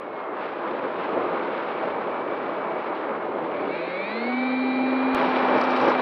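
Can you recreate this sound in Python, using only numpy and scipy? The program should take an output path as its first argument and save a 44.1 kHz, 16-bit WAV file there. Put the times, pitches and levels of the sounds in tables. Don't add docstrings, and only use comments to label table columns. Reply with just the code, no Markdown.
import sys
import numpy as np
from scipy import signal
from scipy.fft import rfft, irfft
from scipy.io import wavfile

SR = 44100
rng = np.random.default_rng(int(sys.argv[2]) if len(sys.argv) > 2 else 0)


def master(y):
    cut = np.clip(np.atleast_2d(y).T, -1, 1)
    pcm = np.round(cut * 32767)
    wavfile.write(sys.argv[1], SR, pcm.astype(np.int16))


N = 265318
TIME = np.arange(N) / SR
BINS_HZ = np.maximum(np.arange(N // 2 + 1) * SR / N, 1)
SPLICE_S, MOTOR_ON_S = 5.148, 3.45
FULL_TURNS_PER_S = 257


def from_db(db):
    return 10 ** (np.asarray(db) / 20)


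def rms_one(x):
    return x / np.sqrt(np.mean(x ** 2) + 1e-20)


def in_time(rows):
    s, *columns = np.transpose(rows)
    return [np.interp(TIME, s, column) for column in columns]


def gain_at(points, hz):
    table_hz, table_db = np.transpose(points)
    return from_db(np.interp(np.log(hz), np.log(table_hz), table_db))


def noise(gains):
    return rms_one(irfft(rfft(rng.standard_normal(N)) * gains, N))


def drift(rate, size=8192):
    hz = np.arange(size // 2 + 1) * SR / N
    slow = irfft(rfft(rng.standard_normal(size)) / (1 + (hz / rate) ** 4))
    return np.interp(np.arange(N) * size / N, np.arange(size), rms_one(slow))


def tone(hz):
    cycles = np.cumsum(hz) / SR + rng.random()
    return np.sqrt(2) * np.sin(2 * np.pi * cycles)


def swell(centre_s, length_s):
    return np.exp(-np.log(2) * (2 * (TIME - centre_s) / length_s) ** 2)


def low_pass(x, edge_hz, power):
    return irfft(rfft(x) / (1 + (BINS_HZ / edge_hz) ** power), N)


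def after_splice():
    return np.clip((TIME - SPLICE_S) / .001, 0, 1)


def with_gusts(rush_db, hiss_db):
    # centre t/s, length/s, added rush level/dB, added hiss level/dB
    gusts = [(0.217, 0.077, 1.5, 3), (0.306, 0.13, 2.5, -3), (0.428, 0.12, 3.5, 6.5), (.52, .06, 0.5, 2),
             (0.687, 0.2, 4.5, 3), (0.847, 0.031, 3, 1), (1.02, 0.077, 1, 4.5), (1.207, 0.13, 4, -0.5),
             (1.352, 0.1, 3, 0.5), (1.743, 0.24, -1.4, 1), (1.85, 0.064, 2.5, 1.8), (2.685, 0.22, 1.5, -2),
             (2.915, 0.039, 2.5, -4.5), (3.117, 0.05, 2.5, -1.5), (3.297, .07, -1.5, 1),
             (3.383, 0.081, 0.7, 1), (3.7, 0.054, 0.5, -0.5), (3.793, 0.11, -2, 0.5), (4.246, 0.23, 1.5, 2),
             (5.187, 0.073, 1, 1.5), (5.544, 0.14, 4, -1), (5.68, 0.043, -0.5, -2), (5.744, .02, 1, -1.5),
             (5.828, 0.029, 2.5, -1.5), (5.886, 0.052, 5.5, -0.5), (5.98, 0.08, 0, -1.5)]
    for s, length_s, more_rush_db, more_hiss_db in gusts:
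        bell = swell(s, length_s)
        rush_db = rush_db + more_rush_db * bell
        hiss_db = hiss_db + more_hiss_db * bell
    return rush_db, hiss_db


def deepened(rush):
    # centre t/s, length/s, added bass-to-middle level difference/dB
    deep_spells = [(1.152, 0.31, 2.5), (1.996, .5, 1.5), (3.55, 0.62, 4), (4.105, 0.81, 1.5)]
    depth_db = sum(db * swell(s, length_s) for s, length_s, db in deep_spells)
    depth_db = depth_db + 1.9 * drift(15)
    bass = low_pass(rush, edge_hz=720, power=4)
    middle = rush - bass
    return bass * from_db(depth_db / 2) + middle * from_db(-depth_db / 2)


def airflow(steady_db, colour, split_hz, buffet_db, flutter_db):
    rush_db, hiss_db = with_gusts(*steady_db)
    low_share = 1 / (1 + (BINS_HZ / split_hz) ** 6)
    shape = gain_at(colour, BINS_HZ)
    buffet = buffet_db * drift(39)
    rush = deepened(noise(shape * np.sqrt(low_share))) * from_db(rush_db + buffet)
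    flutter = flutter_db * drift(79)
    hiss = noise(shape * np.sqrt(1 - low_share)) * from_db(hiss_db + buffet + flutter)
    return rush + hiss


def spitting():
    # f/Hz, relative spectral level/dB
    spit_colour = [(2500, -14.5), (4500, 7), (5700, 2), (6600, -17.5), (8500, -18.5), (11000, -35.5),
                   (14000, -53)]
    # centre t/s, length/s, peak level/dB
    spits = [(5.59, 0.03, -54), (5.613, .006, -51), (5.643, .022, -56), (5.715, 0.031, -55),
             (5.77, .014, -56), (5.805, 0.045, -51), (5.85, 0.025, -53.5), (5.892, .035, -53)]
    bed_db, flutter_db = -62.5, 4
    flutter = from_db(flutter_db * drift(120))
    spit_noise = rms_one(noise(gain_at(spit_colour, BINS_HZ)) * flutter)
    bursts = sum(from_db(level_db) * swell(s, length_s) for s, length_s, level_db in spits)
    return spit_noise * (from_db(bed_db) + bursts)


def wind():
    # f/Hz, relative spectral level/dB
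    glide_colour = [(30, -59.5), (70, -33), (130, -18.5), (220, -6), (340, 1), (600, 2), (1200, -3),
                    (1900, -15.5), (2350, -19), (4000, -35), (5600, -54), (6600, -74), (9000, -72.5),
                    (13000, -92.5)]
    fast_colour = [(30, -55), (70, -32), (130, -17), (220, -6), (340, 2), (820, 2), (1300, -3), (1900, -12),
                   (2400, -14), (4000, -26), (5600, -44), (6600, -71.5), (9000, -65.5), (13000, -92)]
    # t/s, rush level/dB, hiss level/dB
    air_trend = [(0.1, -33.5, -48.5), (0.55, -33.5, -45), (1.1, -28, -40.5), (1.6, -27.5, -39),
                 (2.1, -27.5, -42.5), (2.9, -29.5, -40), (3.35, -28, -46.5), (3.65, -28, -41),
                 (3.9, -32, -41.5), (4.6, -32, -44), (5.13, -26, -38.5)]
    fast_db = (-23, -34.5)
    glide = airflow(in_time(air_trend), glide_colour, split_hz=2030, buffet_db=0.14, flutter_db=1.25)
    fast = airflow(fast_db, fast_colour, split_hz=1920, buffet_db=0.5, flutter_db=1.56) + spitting()
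    after = after_splice()
    return (1 - after) * glide + after * fast


def splice_tick(level_db, decay_s):
    since = np.maximum(TIME - SPLICE_S, 0)
    return from_db(level_db) * (TIME >= SPLICE_S) * np.exp(-since / decay_s)


def freewheel(waver_db):
    # middle t/s, length/s, mean main-note level/dB, f/Hz at the middle, glide there/(Hz/s)
    whistles = [(.17, .32, -51.5, 2165, -500), (2.25, 2.3, -51.5, 2295, 0)]
    bend_hz_per_s2, undertone_ratio, undertone_db = -128, 0.54, -2
    out = 0
    for s, length_s, level_db, hz, glide in whistles:
        since = TIME - s
        curve_hz = hz + glide * since + bend_hz_per_s2 * since ** 2
        pitch = curve_hz * (1 + 0.00064 * drift(22))
        held = 1 / (1 + (2 * since / length_s) ** 8)
        notes = tone(pitch) + from_db(undertone_db) * tone(undertone_ratio * pitch)
        out = out + notes * held * from_db(level_db + waver_db * drift(11))
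    return out


def start_rasp(level_db, delay_s, length_s, centre_hz, width_hz):
    resonance = 1 / (1 + (2 * (BINS_HZ - centre_hz) / width_hz) ** 2)
    return noise(resonance) * from_db(level_db) * swell(MOTOR_ON_S + delay_s, length_s)


def shaft_speed():
    # centre t/s, speed gained/(turns/s), easing time/s
    pushes = [(3.705, 60.611, 0.147), (4.047, 16.41, 0.066), (4.167, 66.39, 0.202), (4.987, 4.264, 0.126)]
    idle, after_jump, cruise_floor = 114.1, 258.1, 254.2
    slowing = 7
    climb = idle
    for s, gained, easing_s in pushes:
        climb = climb + gained * (1 + np.tanh((TIME - s) / easing_s)) / 2
    cruise = np.maximum(after_jump - slowing * (TIME - SPLICE_S), cruise_floor)
    return np.where(TIME < SPLICE_S, climb, cruise)


def blades(speed):
    # multiple of shaft speed, level/dB at the reference speed, fluctuation rate/Hz
    blade_tones = [(2.09, -39, 26.3), (3.14, -41, 26.1)]
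    growth_db_per_octave = 1.5
    out = 0
    for order, level_db, rate_hz in blade_tones:
        angle = 2 * np.pi * order * np.cumsum(speed) / SR
        band = drift(rate_hz) * np.cos(angle) + drift(rate_hz) * np.sin(angle)
        out = out + from_db(level_db) * band
    return out * from_db(growth_db_per_octave * np.log2(speed / FULL_TURNS_PER_S))


def unbalance_hum(speed):
    full_db, db_per_turn_per_s, after_splice_db = -25, 0.3, -5
    level_db = full_db + db_per_turn_per_s * (speed - FULL_TURNS_PER_S) + after_splice_db * after_splice()
    return tone(speed) * from_db(level_db + 0.36 * drift(10))


def softened(vibration, speed):
    dull = low_pass(vibration, edge_hz=3200, power=8)
    treble = vibration - dull
    return dull + treble * (speed / FULL_TURNS_PER_S) ** 1.6


def bearings(speed, grit_db, grit_edge_hz):
    # f/Hz, gain level/dB
    airframe = [(150, -12), (300, 0), (800, 0), (1300, -4), (1700, -7), (2000, -3), (2320, 4), (2550, -2),
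                (2800, -13), (3100, -17), (3400, -13), (3900, -9), (4400, -12), (4650, -18), (4900, -29),
                (6500, -60), (12000, -90)]
    # multiple of shaft speed, drive level/dB before airframe and load,
    # speed of strongest drive/(turns/s), half-width of that drive/octaves, waver/dB
    bearing_tones = [(1.1, -45, 258, .15, 2), (2.02, -39, 228, .09, 1.5), (2.9, -36, 143, .1, 2),
                     (3.01, -38, 182, .13, 2), (3.09, -38.5, 247, .055, 2), (3.85, -38.5, 161, .08, 2),
                     (5, -44, 264, .07, 2), (6.03, -40, 248, .04, 2), (6.14, -46, 259, .04, 2),
                     (7.1, -44.5, 230, .14, 2), (7.73, -44, 256, .11, 1.5), (8.55, -52, 245, .12, 2),
                     (9.21, -38.7, 229, .21, .5), (9.25, -45, 171, .07, 1.5), (10.17, -46.5, 175, .24, 1.5),
                     (10.75, -51, 204, .14, 1.5), (11.3, -46.5, 209, .09, 1.5), (11.6, -50, 183, .14, 1.5),
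                     (11.98, -44, 251, .06, 2), (12.26, -40.5, 192, .125, .7), (12.3, -47, 163, .07, 1),
                     (12.62, -46.5, 245, .14, 2), (13.3, -55, 165, .2, 2), (13.7, -53, 173, .13, 2),
                     (14.33, -50, 162, .1, 1), (14.97, -42.5, 258, .048, 1.5), (15.3, -45, 160, .17, 1),
                     (15.68, -43.5, 214, .13, 1), (15.71, -47.5, 259, .05, 1.5),
                     (16.48, -49, 235, .14, 1.5), (16.95, -55.5, 260, .1, 2), (17.46, -47, 129, .05, 2),
                     (17.95, -40.5, 154, .06, 1), (18.03, -43.5, 218, .13, 1), (18.74, -40.5, 205, .2, 1),
                     (19.57, -49, 191, .11, 1.5), (20.3, -54, 204, .1, 2), (21.07, -46.5, 170, .15, 1.5),
                     (21.8, -44, 192, .18, 1), (22.66, -48.5, 172, .1, 1.5), (24.13, -43, 161, .09, 1),
                     (24.55, -44, 142, .07, 1.5), (24.87, -47, 163, .17, 1), (25.65, -48.5, 158, .09, 1.5),
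                     (27.1, -46.5, 152, .07, 1.5), (27.84, -49.5, 154, .09, 1.5), (26.4, -44, 119, .07, 2),
                     (30.6, -52, 142, .07, 2), (34.1, -48, 124, .09, 2)]
    slip_share, spooling_slip_share = 0.001, 0.0036
    shared_slip = .85
    load_db, after_splice_db = 1.5, -2.5
    ease_s, ease_db_per_s = 4.51, 5

    looseness = slip_share + spooling_slip_share * np.maximum(1 - speed / FULL_TURNS_PER_S, 0)
    whine, together = 0, drift(14)
    for order, level_db, best_speed, octaves, depth_db in bearing_tones:
        hz = order * speed
        slip = looseness * (shared_slip * together + (1 - shared_slip) * drift(30))
        waver_db = depth_db * drift(18)
        excited = 1 / np.sqrt(1 + (np.log2(speed / best_speed) / octaves) ** 8)
        strength = excited * from_db(level_db + waver_db) * gain_at(airframe, hz)
        whine = whine + tone(hz * (1 + slip)) * strength

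    high_pass = 1 / (1 + (grit_edge_hz / BINS_HZ) ** 4)
    grit = from_db(grit_db) * noise(gain_at(airframe, BINS_HZ) * high_pass)
    settled_s = np.clip(TIME, ease_s, SPLICE_S) - ease_s
    bearing_db = load_db - ease_db_per_s * settled_s + after_splice_db * after_splice()
    return from_db(bearing_db) * softened(whine + grit * speed / FULL_TURNS_PER_S, speed)


def motor(grit_db, grit_edge_hz):
    attack_s = 0.23
    running = np.clip((TIME - MOTOR_ON_S) / attack_s, 0, 1)
    speed = shaft_speed()
    return running * (unbalance_hum(speed) + blades(speed) + bearings(speed, grit_db, grit_edge_hz))


def scene():
    drive = freewheel(waver_db=1.2) + motor(grit_db=-46.5, grit_edge_hz=1600)
    drive = drive + start_rasp(level_db=-43, delay_s=0.12, length_s=0.12, centre_hz=2300, width_hz=280)
    return (wind() + drive + splice_tick(level_db=-17.5, decay_s=0.00049))[None]


def record(dry):
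    notch_hz, notch_width_hz, cutoff_hz = 703, 37, 16000
    notched = signal.lfilter(*signal.iirnotch(notch_hz, notch_hz / notch_width_hz, fs=SR), dry)
    return signal.sosfilt(signal.cheby2(12, 70, cutoff_hz, fs=SR, output="sos"), notched)


dry = scene()
out = record(dry)
master(out)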